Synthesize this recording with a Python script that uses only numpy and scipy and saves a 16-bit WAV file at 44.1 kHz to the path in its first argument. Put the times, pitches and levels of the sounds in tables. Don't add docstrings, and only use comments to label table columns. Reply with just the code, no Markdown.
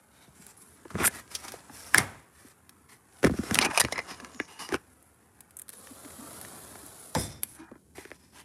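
import sys
import numpy as np
from scipy import signal
from scipy.fft import rfft, irfft, next_fast_len
from scipy.io import wavfile
from scipy.ndimage import map_coordinates

SR = 44100
rng = np.random.default_rng(int(sys.argv[2]) if len(sys.argv) > 2 else 0)


def bounce(signal):
    frames = np.transpose(np.atleast_2d(signal))
    limited = np.clip(frames, -1, 1)
    pcm = np.round(limited * 32767).astype(np.int16)
    wavfile.write(sys.argv[1], SR, pcm)


N = 372204
ROLL_START_S, SHUT_S = 5.72, 7.15
KNOCK_TOP_HZ = 10660

# t/s, clack/dB, clack/Hz, thud/dB, thud/Hz, crack/dB, chatter/ms
KNOCKS = [(0.9042, -40.5, 1140, -50, 330, -53, 13), (0.9533, -37, 1190, -32, 228, -59, 4.1),
          (1.042, -23, 1430, -43, 168, -48, 11), (1.0765, -25.5, 1800, -42, 403, -44, 1.6),
          (1.3503, -48, 1920, -53, 415, -30, 6.5), (1.481, -43, 1410, -51, 214, -41, 9.6),
          (1.539, -59, 850, -40, 507, -56, 4.3), (1.6968, -45, 950, -49, 250, -81, 4.7),
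          (1.9453, -13.5, 1580, -36, 212, -25, 0.8), (1.9769, -39, 1950, -54, 160, -29, 1.7),
          (1.9815, -23, 1710, -30, 256, -23, 2.2), (3.2297, -34.5, 1500, -31, 302, -41, 4),
          (3.2405, -27.5, 1600, -18, 316, -42, 4), (3.246, -22, 1840, -14.5, 258, -31, 1.8),
          (3.268, -33, 1520, -27, 383, -44, 5.5), (3.434, -42, 1330, -37, 380, -47.5, 12),
          (3.51, -29.5, 1530, -25, 229, -38, 2), (3.5445, -35, 1760, -44, 231, -26.5, 1.9),
          (3.5548, -26, 1920, -46, 340, -29, 1.2), (3.5882, -15, 2000, -29, 219, -25, 1.3),
          (3.612, -35, 1150, -31.5, 374, -31, 6), (3.648, -50, 1950, -33.5, 340, -29.5, 3.1),
          (3.7752, -31, 2250, -25, 694, -25.5, 2.5), (3.7825, -32, 2100, -36.5, 600, -29, 2.5),
          (3.8064, -21, 1810, -32, 500, -23.5, 1.4), (3.814, -25, 1830, -46, 525, -27.5, 0.6),
          (3.839, -45, 1900, -30, 154, -41, 1.6), (3.8486, -35, 2120, -32.5, 345, -37.5, 1.2),
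          (3.885, -39.5, 1446, -52, 460, -54, 0.35), (3.923, -40, 2030, -33, 433, -32, 4.8),
          (3.9799, -54, 1950, -39, 523, -42, 1.1), (3.9896, -46, 1950, -37.5, 454, -45, 3.8),
          (4.2, -44.5, 1710, -51, 370, -50.5, 3.7), (4.247, -42, 1540, -53, 402, -46, 1.4),
          (4.4001, -27.5, 1620, -31.5, 310, -45, 1.3), (4.6897, -41.5, 1850, -45.5, 333, -44.5, 0.47),
          (4.7228, -34, 1700, -28.5, 330, -46, 3), (4.7382, -33, 1600, -31.5, 370, -48, 2.3),
          (4.743, -25.5, 1540, -27.5, 353, -38.5, 0.47), (5.872, -49.5, 1760, -57.5, 561, -56, 1.9),
          (6.049, -51, 1900, -61, 503, -56, 3.1), (6.449, -44, 1870, -64, 500, -55, 2.9),
          (6.755, -48, 1390, -47.5, 570, -56, 4.4), (7.1503, -34.5, 1460, -31.5, 630, -32.5, 1.2),
          (7.9812, -46.5, 2110, -41, 360, -63, 9), (8.052, -46, 1750, -46, 368, -61, 1.5),
          (8.104, -57.5, 1890, -55, 454, -60, 2.4), (8.1155, -41, 1780, -44.5, 378, -58, 0.61)]
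# f/Hz, level/dB, t60/s
DOOR_MODES = [(77, -16.5, 0.3), (115, -15, .32), (149, -16, .32), (234, -10.5, .32), (330, -16, 0.69),
              (509, 2, 0.22), (620, -8.5, 0.09), (830, 4.5, 0.1), (891, 19, 0.031), (3570, -17.5, .36),
              (4900, -12.5, .2), (5130, -8, 0.12), (5580, -19, 0.44), (5830, -15.5, .3), (7500, -11, .33),
              (8166, -19, .28), (8823, -10, .2), (9300, -12.5, 0.29), (9749, -12.5, 0.45),
              (10200, -14, .28), (11100, -20, .36), (11400, -19, .26)]
# f/Hz, level/dB
SHUDDER_EQ = [(24, -39.5), (40, -7), (145, 0), (177, -12.5), (222, -7), (550, -17), (2140, -19),
              (2830, -29.5), (3550, -20.5), (4560, -23.5), (5310, -19), (6830, -26.5), (9970, -20.5),
              (15300, -37.5), (16500, -46.5)]
# from/Hz, to/Hz
BANDS = [(45, 650), (650, 2700), (2700, 7000), (7000, 15000)]


def from_db(db):
    return 10 ** (np.asarray(db) / 20)


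def rms_one(x):
    return x / np.sqrt(np.mean(x ** 2) + 1e-20)


def add(out, s, sound):
    at = max(round(s * SR), 0)
    out[at:at + len(sound)] += sound[:max(N - at, 0)]


def gate(start_s, end_s, ramp_s=0.012):
    t = np.arange(N) / SR
    return np.clip(np.minimum(t - start_s, end_s - t) / ramp_s + .5, 0, 1)


def drift(turns_per_s):
    turns = rng.standard_normal(N // 16)
    return rms_one(np.interp(np.arange(N) / SR * turns_per_s, np.arange(len(turns)), turns))


def grainy_noise(grain_db, grains_per_s):
    return rng.standard_normal(N) * from_db(grain_db * drift(grains_per_s))


def band(x, low_hz, high_hz, order=2):
    sos = signal.butter(order, [low_hz, min(high_hz, .45 * SR)], "band", fs=SR, output="sos")
    return signal.sosfilt(sos, x + 1e-18)


def resonate(x, hz, width_hz, db):
    r = np.exp(-np.pi * width_hz / SR)
    poles = [1, -2 * r * np.cos(2 * np.pi * hz / SR), r * r]
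    peak = signal.lfilter(np.array([1, 0, -1]) * (1 - r * r) / 2, poles, x)
    return x + (from_db(db) - 1) * peak


def resonances(x, table):
    for hz, width_hz, db in table:
        x = resonate(x, hz, width_hz, db)
    return x


def registers(source, eq):
    hz, db = np.transpose(eq)
    size = next_fast_len(N, real=True)
    gain = from_db(np.interp(np.log(np.fft.rfftfreq(size, 1 / SR) + 1), np.log(hz), db))
    coloured = irfft(rfft(source, size) * gain)[:N]
    return np.array([rms_one(band(coloured, low, high, order=4)) for low, high in BANDS])


def contact_colour(x):
    # f/Hz, width/Hz, gain/dB
    peaks = [(2100, 31, 0.5), (2780, 430, -2), (5720, 1300, 4.5), (10200, 990, -1.5)]
    return resonances(x, peaks)


def metal_tone(x, width_hz, lift_db):
    return resonances(x, [(hz, width_hz, lift_db) for hz, _, _ in DOOR_MODES if hz > BANDS[2][0]])


def cupped_colour(x, spell_s=(3.6, 4.72)):
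    # f/Hz, width/Hz, gain/dB
    peaks = [(90, 89, -7), (926, 46, 2.5), (1070, 280, 4), (1450, 140, -4), (1660, 100, 2), (2550, 140, 1),
             (2860, 88, 6), (3250, 350, -2.5), (3870, 83, 1), (5100, 120, 2.5), (7800, 900, -5.5),
             (14000, 7600, -7)]
    inside = x * gate(*spell_s) + 1e-18
    return x - inside + resonances(inside, peaks)


def bass_lag(x, corner_hz=110, stages=9):
    r = np.exp(-2 * np.pi * corner_hz / SR)
    return signal.sosfilt(np.tile([-r, 1, 0, 1, -r, 0], (stages, 1)), x + 1e-18)


def reflections(x, t60=0.16, level_db=-20, predelay_s=0.003):
    t = np.arange(SR // 2) / SR
    echoes = band(rng.standard_normal(len(t)), 500, 7000, order=1)
    echoes = echoes * from_db(-60 * t / t60) * (t > predelay_s)
    return from_db(level_db) * signal.fftconvolve(x, echoes / np.linalg.norm(echoes))[:N]


def near_surfaces(x, wander_ms=0.28, turns_per_s=4):
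    # delay/ms, gain
    paths = [(1.3, 0.24), (2.9, 0.24), (4.7, 0.18)]
    out = x
    for delay_ms, gain in paths:
        lag = (delay_ms + wander_ms * drift(turns_per_s)) * SR / 1000
        out = out + gain * map_coordinates(x, [np.arange(N) - lag], order=3)
    return out / np.sqrt(1 + sum(gain ** 2 for _, gain in paths))


def effort(rest_db=-67):
    # t/s, level/dB
    handling = [(0.0, -63.5), (0.87, -56), (1.04, -42), (1.18, -55), (1.72, -53), (2.01, -47.5), (2.2, -57),
                (2.6, -82.5), (3.27, -51.5), (3.42, -45), (3.55, -41.5), (3.7, -48.5), (3.79, -48),
                (3.96, -47.5), (4.24, -49), (4.59, -58), (4.83, -60.5), (5.6, -72.5)]
    level_db = np.interp(np.arange(N) / SR, *np.transpose(handling))
    return np.maximum(from_db(level_db) - from_db(rest_db), 0)


def air_and_motion(fastest_s=6.35, hush_s=0.6, waver_db=0.44):
    # f/Hz, level/dB
    bed_eq = [(21, -53), (35, -21.5), (76, 12), (121, 8.5), (275, 6.5), (551, -4), (611, -15), (790, -13.5),
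              (1320, -13), (1580, -15), (2790, -26.5), (6360, -22.5), (10400, 3), (15300, -13),
              (16500, -46)]
    # air/dB, change once shut/dB, handling/dB, rolling/dB, exponent of speed
    mix = [(-64, 3, -3.5, -55, 0.97), (-67.5, -11, -6, -56, 0.99), (-75.5, -1, -9, -56, 0.59),
           (-71.5, -3.5, -14.5, -52, 0.67)]
    # f/Hz, width/Hz, gain/dB
    track = [(273, 750, 5.5), (446, 40, 1.5), (630, 40, 5), (1150, 81, 4), (1270, 51, 0.5), (2620, 600, -3),
             (3900, 1100, 4)]
    t = np.arange(N) / SR
    speed = np.interp(t, [ROLL_START_S, fastest_s, SHUT_S], [0.32, 1, 0.41])
    rolls, handled = gate(ROLL_START_S, SHUT_S), effort()
    shut = np.clip((t - SHUT_S) / hush_s, 0, 1)
    grains = registers(grainy_noise(grain_db=1.5, grains_per_s=500), bed_eq)
    still = rolling = 0
    for noise, (air_db, shut_db, handling_db, roll_db, power) in zip(grains, mix):
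        noise = noise * from_db(waver_db * drift(35))
        air, hands = from_db(air_db + shut_db * shut), from_db(handling_db) * handled
        still = still + noise * (1 - rolls) * np.hypot(air, hands)
        rolling = rolling + noise * rolls * from_db(roll_db) * speed ** power
    return still + resonances(rolling, track)


def grit(per_s=24, level_db=-29, spread_db=4):
    specks = (rng.random(N) < per_s / SR) * gate(ROLL_START_S, SHUT_S)
    sizes = from_db(level_db + spread_db * np.clip(rng.standard_normal(N), -2, 2))
    return contact_colour(band(specks * sizes, 400, 2800))


def loose_parts(per_s=22, over_effort_db=24, spread_db=3):
    sizes = from_db(over_effort_db + spread_db * np.clip(rng.standard_normal(N), -2, 2)) * effort()
    ticks = rng.random(N) < per_s / SR
    return contact_colour(band(sizes * ticks, 300, 5000))


def wobbles(length_s=0.0339, sag=0.24):
    # crest/s, level/dB, f/Hz
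    bumps = [(4.236, -43.5, 243), (4.359, -47, 250.5), (5.918, -44.5, 265), (6.061, -43, 278),
             (6.196, -43, 234), (6.225, -44.5, 278), (6.25, -46.5, 290), (6.837, -52, 302),
             (7.606, -44.5, 293)]
    out, along = np.zeros(N), np.linspace(-.5, .5, int(length_s * SR))
    swell = np.sqrt(2) * np.cos(np.pi * along) ** 2
    for crest, db, hz in bumps:
        phase = 2 * np.pi * (np.cumsum(hz * (1 - sag * along)) / SR + rng.random())
        add(out, crest - length_s / 2, from_db(db) * swell * np.sin(phase))
    return out


def muffled_rubs(curve=0.48, band_hz=(720, 1900)):
    # start/s, crest/s, end/s, level/dB
    rubs = [(3.6, 3.607, 3.73, -39), (3.665, 3.736, 3.79, -47), (7.56, 7.615, 7.79, -57.5),
            (7.946, 7.97, 7.8, -52)]
    grains = grainy_noise(grain_db=3, grains_per_s=160)
    t = np.arange(N) / SR
    level = sum(from_db(db) * np.interp(t, times, [0, 1, 0]) ** curve for *times, db in rubs)
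    return level * rms_one(band(grains, *band_hz, order=8))


def friction(eq, grain_db, grains_per_s, lowest_hz):
    grains = metal_tone(contact_colour(grainy_noise(grain_db, grains_per_s)), width_hz=48, lift_db=4)
    return registers(band(grains, lowest_hz, SR / 2), eq)


def rustles(release_s=0.077, fade_db=7.5, uneven_db=3, hiss_share=0.34, ring_q=14, ring_db=9):
    # start/s, end/s, attack/ms, rub/dB, hiss/dB, ring/Hz
    strokes = [(0.102, 0.36, 38, -66, -68, 3800), (0.327, 0.556, 230, -54, -50, 7500),
               (0.562, 0.818, 15, -73, -59.5, 10600), (1.099, 1.254, 34, -49, -50, 1910),
               (1.297, 1.47, 23, -53.5, -53, 5300), (1.399, 1.629, 71, -48, -50, 760),
               (1.696, 2.032, 83, -52, -47, 5400), (2.296, 2.567, 140, -59, -55.5, 1770),
               (2.885, 2.998, 12, -56.5, -55.5, 2040), (3.088, 3.26, 240, -72.5, -54.5, 10100),
               (3.32, 3.526, 140, -45, -51, 5400), (4.064, 4.212, 25, -49, -55, 5100),
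               (4.471, 4.635, 15, -56, -56.5, 2850), (4.589, 4.724, 6.1, -47, -45.5, 5000),
               (4.852, 5.145, 61, -94, -69.5, 10900), (6.961, 7.15, 88, -66, -49, 10000),
               (7.419, 7.616, 12, -64, -55, 10600), (7.552, 7.71, 43, -60, -75, 315),
               (7.949, 8.142, 7.5, -58.5, -59.5, 2020), (8.11, 8.393, 16, -67.5, -66.5, 5180),
               (8.32, 8.484, 45, -54.5, -57.5, 3100)]
    # f/Hz, level/dB
    rustle_eq = [(29, -43), (90, -6.5), (330, -6.5), (640, -15), (900, -7), (1300, -6), (2100, -8.5),
                 (3200, -12.5), (4300, -8.5), (5400, -13), (6900, -15), (10200, -6.5), (12000, -12.5),
                 (15000, -24), (16500, -51)]
    out = np.zeros(N)
    grains = friction(rustle_eq, grain_db=2, grains_per_s=870, lowest_hz=120)
    grains *= from_db(uneven_db * drift(45))
    for s, end_s, attack_ms, rub, hiss, hz in strokes:
        piece, length = grains[:, int(s * SR):int(end_s * SR)], end_s - s
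        t = np.arange(piece.shape[1]) / SR
        ramps = np.clip(np.minimum(t * 1000 / attack_ms, (length - t) / release_s), 0, 1)
        envelope = ramps * from_db(-fade_db * t / length)
        gains = from_db([rub - 5, rub, rub + hiss_share * (hiss - rub) - 4, hiss])
        add(out, s, resonate(envelope * (gains @ piece), hz, hz / ring_q, ring_db))
    return out


def swishes(taper=0.79, rough_db=1.5, catches_per_s=220):
    # start/s, end/s, from/Hz, to/Hz, width/Hz, level/dB
    strokes = [(1.013, 1.077, 3500, 3400, 100, -45), (1.056, 1.083, 6500, 11400, 340, -24),
               (3.61, 3.68, 800, 760, 46, -32.5), (3.607, 3.635, 3900, 4770, 1000, -26.5),
               (3.628, 3.678, 2600, 2520, 240, -35), (3.713, 3.77, 660, 690, 70, -43.5),
               (4.31, 4.484, 7160, 6330, 260, -58), (4.366, 4.48, 5700, 5450, 320, -57),
               (4.585, 4.673, 2970, 2880, 70, -48.5), (4.724, 4.767, 2650, 2600, 180, -41),
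               (5.753, 5.805, 9300, 11500, 260, -51), (7.581, 7.78, 2435, 2420, 9.8, -70),
               (7.574, 7.678, 315, 325, 14, -52.5), (7.581, 7.715, 940, 920, 25, -61.5)]
    out = np.zeros(N)
    white = rng.standard_normal(N) + 1j * rng.standard_normal(N)
    catches = from_db(rough_db * drift(catches_per_s))
    for s, end_s, from_hz, to_hz, width_hz, db in strokes:
        grains = signal.sosfilt(signal.butter(2, width_hz, fs=SR, output="sos"), white) * catches
        piece = grains[int(s * SR):int(end_s * SR)]
        along = np.linspace(0, 1, len(piece))
        phase = 2 * np.pi * np.cumsum(from_hz + (to_hz - from_hz) * along) / SR
        singing = rms_one(np.real(piece * np.exp(1j * phase)))
        add(out, s, from_db(db) * np.abs(np.sin(np.pi * along)) ** taper * singing)
    return out


def scrapes(swell=1.21, let_go_s=0.014, top_lean=0.29):
    # crest/s, rise/ms, mid/dB, bass/dB, treble/dB
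    strokes = [(1.025, 69, -31, -27.5, -43), (1.054, 33, -27, -44, -65), (1.076, 51, -46.5, -36, -26.5),
               (3.575, 135, -40, -34, -46.5), (3.272, 28, -31.5, -22, -41.5),
               (3.629, 17, -28, -27.5, -33.5), (3.657, 22, -27, -32.5, -31.5), (3.709, 14, -32.5, -34, -44),
               (3.77, 67, -38, -56.5, -41.5), (3.8, 3.4, -28.5, -30.5, -19), (3.993, 76, -38, -42, -66),
               (4.754, 81, -38.5, -35.5, -47)]
    # f/Hz, level/dB
    scuff_eq = [(29, -44.5), (50, -1), (332, -9.5), (639, -15.5), (814, -10.5), (1260, -4.5), (1390, -4.5),
                (2490, -9), (3170, -12.5), (5270, -12.5), (6560, -15.5), (9680, 0), (13900, -11.5),
                (15300, -51), (16500, -65)]
    levels = np.zeros((len(BANDS), N))
    for crest, rise_ms, mid, bass, treble in strokes:
        rise_s = rise_ms / 1000
        t = np.arange(0, rise_s + let_go_s, 1 / SR)
        envelope = np.interp(t, [0, rise_s, rise_s + let_go_s], [0, 1, 0]) ** swell
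        lean = top_lean * (treble - mid)
        for register, gain in zip(levels, from_db([bass, mid, treble - 2 - lean, treble + 1 + lean])):
            add(register, crest - rise_s, gain * envelope)
    return np.sum(levels * friction(scuff_eq, grain_db=3.5, grains_per_s=900, lowest_hz=150), axis=0)


def knock_halos(in_s=0.011, out_s=0.014, clack_db=-16, crack_db=-11):
    envelope = np.interp(np.arange(-in_s, out_s, 1 / SR), [-in_s, 0, out_s], [0, 1, 0])
    mid, treble = np.zeros((2, N))
    for s, clack, _, _, _, crack, _ in KNOCKS:
        add(mid, s - in_s, from_db(clack + clack_db) * envelope)
        add(treble, s - in_s, from_db(crack + crack_db) * envelope)
    noise = contact_colour(rng.standard_normal(N))
    body, hiss = band(noise, *BANDS[1]), band(noise, BANDS[2][0], KNOCK_TOP_HZ)
    return mid * rms_one(body) + treble * rms_one(hiss)


def contact(t, chatter_ms, looseness, build=0.043):
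    age = t * 1000 / chatter_ms
    chatter = rng.standard_normal(len(t)) * np.exp(-age) * (1 - np.exp(-age / build))
    force = looseness * chatter / np.linalg.norm(chatter)
    force[0] += 1
    return force


def hit_level(x, db):
    return from_db(db) * x / np.linalg.norm(x) * np.sqrt(SR / 100)


def blows(latch_s=7.4331, light_chatter_ms=2.8, bump_hz=298):
    # t/s, level/dB, f/Hz
    bumps = [(0.277, -54, 194), (0.392, -51.5, 218), (0.853, -43, 344), (0.9449, -30.5, 157),
             (2.446, -49.5, 255), (3.296, -27, 275), (3.31, -27.5, 163), (3.338, -33.5, 261),
             (3.388, -24.5, 219), (3.661, -30, 316), (3.686, -35.5, 298), (7.157, -31.5, 170),
             (7.7144, -42.5, 296), (7.755, -51.5, 343)]
    # t/s, tick/dB, body/dB
    clicks = [(0.4659, -43.5, -56), (1.52, -41, -45), (2.6932, -48.5, -53), (4.317, -62, -60.5),
              (4.346, -58, -53), (5.026, -55, -74), (5.406, -44, -56), (5.508, -52.5, -64.5),
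              (5.5685, -38, -62), (5.589, -41, -64), (5.5954, -39, -56), (5.6175, -38.5, -56.5),
              (5.682, -49, -57), (5.6915, -37, -48.5), (5.701, -46, -55), (5.73, -47, -58),
              (5.735, -47, -55), (6.413, -39.5, -50.5), (6.863, -43.5, -70)]
    for s, clack, clack_hz, thud, thud_hz, crack, chatter_ms in KNOCKS:
        tick = crack + max(1.32 * (crack + 29.5), -0.5)
        yield s, thud, thud_hz, clack, clack_hz, crack, tick, KNOCK_TOP_HZ, chatter_ms
    for s, db, hz in bumps:
        clack = db - 9.5 + 23 * np.log2(hz / bump_hz)
        yield s, db, hz, clack, 1150, db - 30, db - 30, KNOCK_TOP_HZ, light_chatter_ms
    latch = (latch_s, -22.5, -37.5, 2.5)
    for s, tick, body, chatter_ms in [(*click, light_chatter_ms) for click in clicks] + [latch]:
        yield s, body - 15.5, bump_hz, body - 3.5, 1630, body, tick, 11940, chatter_ms


def pane_boom(band_hz=(60, 129), t60=0.15, db_per_octave=-12):
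    power, t = np.zeros(N), np.arange(SR // 2) / SR
    for s, thud, thud_hz, *_ in blows():
        db = thud - 10.5 + db_per_octave * np.log2(thud_hz / 240)
        add(power, s, from_db(db - 60 * t / t60) ** 2)
    return np.sqrt(power) * rms_one(band(rng.standard_normal(N), *band_hz))


def jamb_buzz(crest_s=0.055):
    # crest/dB, t60/s
    decays = [(-45.5, 0.99), (-49.5, 0.65), (-43, 0.53), (-36.5, 0.33)]
    t = np.maximum(np.arange(N) / SR - SHUT_S, 0)
    swell, dying = np.minimum(t / crest_s, 1), np.maximum(t - crest_s, 0)
    chatter = grainy_noise(grain_db=2, grains_per_s=300)
    grains = registers(metal_tone(chatter, width_hz=20, lift_db=12.5), SHUDDER_EQ)
    return swell * sum(noise * from_db(db - 60 * dying / t60) for noise, (db, t60) in zip(grains, decays))


def jingles(chatter_ms=4, looseness=0.78):
    # t/s, level/dB, pitch/Hz
    touches = [(1.981, -23, 2120), (3.59, -30, 2016), (3.625, -28.5, 2310), (3.652, -31, 2490),
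               (3.664, -37, 2384), (3.748, -38, 2440), (3.7755, -23, 2446), (3.8066, -20.5, 1916),
               (3.826, -53, 2290), (3.849, -34.5, 2180), (3.868, -56, 2130), (3.926, -32, 2077),
               (3.958, -36.5, 2010), (3.979, -33, 2090), (3.99, -31, 2016)]
    # ratio to the pitch, level/dB, t60/s
    modes = [(.92, -7, .04), (1, -0.5, .055), (1.035, -5, .05), (1.12, -15.5, .035), (2.03, -10, .03),
             (2.53, -6.5, 0.03)]
    out, t = np.zeros(N), np.arange(SR // 8) / SR
    for s, db, hz in touches:
        ring = sum(from_db(mode_db - 60 * t / t60) * np.sin(2 * np.pi * hz * ratio * t)
                   for ratio, mode_db, t60 in modes)
        add(out, s, hit_level(signal.fftconvolve(contact(t, chatter_ms, looseness), ring), db))
    return out


def clangs():
    # crest/s, level/dB, f/Hz, swell/ms, t60/ms
    contacts = [(1.0495, -20.5, 1375, 5.5, 40), (1.9464, -10.5, 1705, 1, 22), (1.983, -12, 2104, 4.1, 25),
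                (4.402, -27, 1915, 2.3, 19)]
    out = np.zeros(N)
    for crest, db, hz, swell_ms, t60_ms in contacts:
        swell_s, t60 = swell_ms / 1000, t60_ms / 1000
        t = np.arange(-swell_s, t60, 1 / SR)
        envelope = np.minimum(1 + t / swell_s, 1) * from_db(db - 60 * np.maximum(t, 0) / t60)
        add(out, crest - swell_s, envelope * np.sin(2 * np.pi * hz * t))
    return out


def knocks(thud_span=1.56):
    out, t = np.zeros(N), np.arange(SR // 8) / SR
    damping = np.cos(np.pi / 2 * t / t[-1]) ** 2
    for s, thud_db, thud_hz, clack_db, clack_hz, crack_db, tick_db, top_hz, chatter_ms in blows():
        thud = band(contact(t, chatter_ms=5, looseness=1), thud_hz / thud_span, thud_hz * thud_span)
        thud = hit_level(resonate(thud, thud_hz, width_hz=80, db=6), thud_db + 1)
        clack = band(contact(t, chatter_ms, looseness=1), 0.46 * clack_hz, 1.63 * clack_hz, order=3)
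        clack = hit_level(resonate(clack, clack_hz, width_hz=330, db=11), clack_db - 1.5)
        chatter = contact(t, chatter_ms, looseness=8.2)
        crack = hit_level(band(chatter, 2700, 7000), crack_db - 2)
        tick = hit_level(band(chatter, 8200, top_hz), tick_db - 3)
        add(out, s, damping * (thud + clack + crack + tick))
    return contact_colour(out)


def slams(attack_s=0.0015, rattle_db=4, rattles_per_s=110, slip_rad=0.41):
    # t/s, low/dB, mid/dB, high/dB, top/dB, modes/dB
    impacts = [(1.951, -31, -29, -31.5, -42, -70), (1.983, -72, -29.5, -30, -39, -56),
               (7.153, -30.5, -35, -40, -55, -32)]
    # door t60/s, room t60/s, room/dB
    tails = [(0.42, 0.56, -12), (0.15, 0.58, -12), (0.071, 0.57, -25.5), (0.19, .55, -19.5)]
    out, t = np.zeros(N), np.arange(SR) / SR
    shudder = registers(rng.standard_normal(N), SHUDDER_EQ)
    for s, *band_db, modes_db in impacts:
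        at, sound = round(s * SR), np.zeros(SR)
        for noise, db, (door_t60, room_t60, room_db) in zip(shudder, band_db, tails):
            tail = from_db(-60 * t / door_t60) + from_db(room_db - 60 * t / room_t60)
            sound += from_db(db) * tail * noise[at:at + SR]
        for hz, db, t60 in DOOR_MODES:
            rattle, shake = (np.interp(t * rattles_per_s, np.arange(SR), row)
                             for row in rng.standard_normal((2, SR)))
            phase = 2 * np.pi * (hz * t + rng.random()) + slip_rad * shake
            sound += from_db(modes_db + db + rattle_db * rattle - 60 * t / t60) * np.sin(phase)
        add(out, s, sound * (1 - np.exp(-t / attack_s)))
    return out


def scene():
    hits = knocks() + jingles() + clangs()
    textures = scrapes() + knock_halos() + rustles() + muffled_rubs()
    movement = near_surfaces(textures + loose_parts() + grit() + air_and_motion())
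    mix = hits + reflections(hits) + slams() + jamb_buzz() + movement
    return (cupped_colour(bass_lag(mix)) + swishes() + wobbles() + pane_boom())[None]


def record(dry, low_cut_hz=52, high_cut_hz=16400):
    rounded = np.tanh(band(dry, low_cut_hz, SR / 2, order=4))
    return signal.sosfilt(signal.ellip(10, .2, 80, high_cut_hz, fs=SR, output="sos"), rounded)


dry = scene()
out = record(dry)
bounce(out)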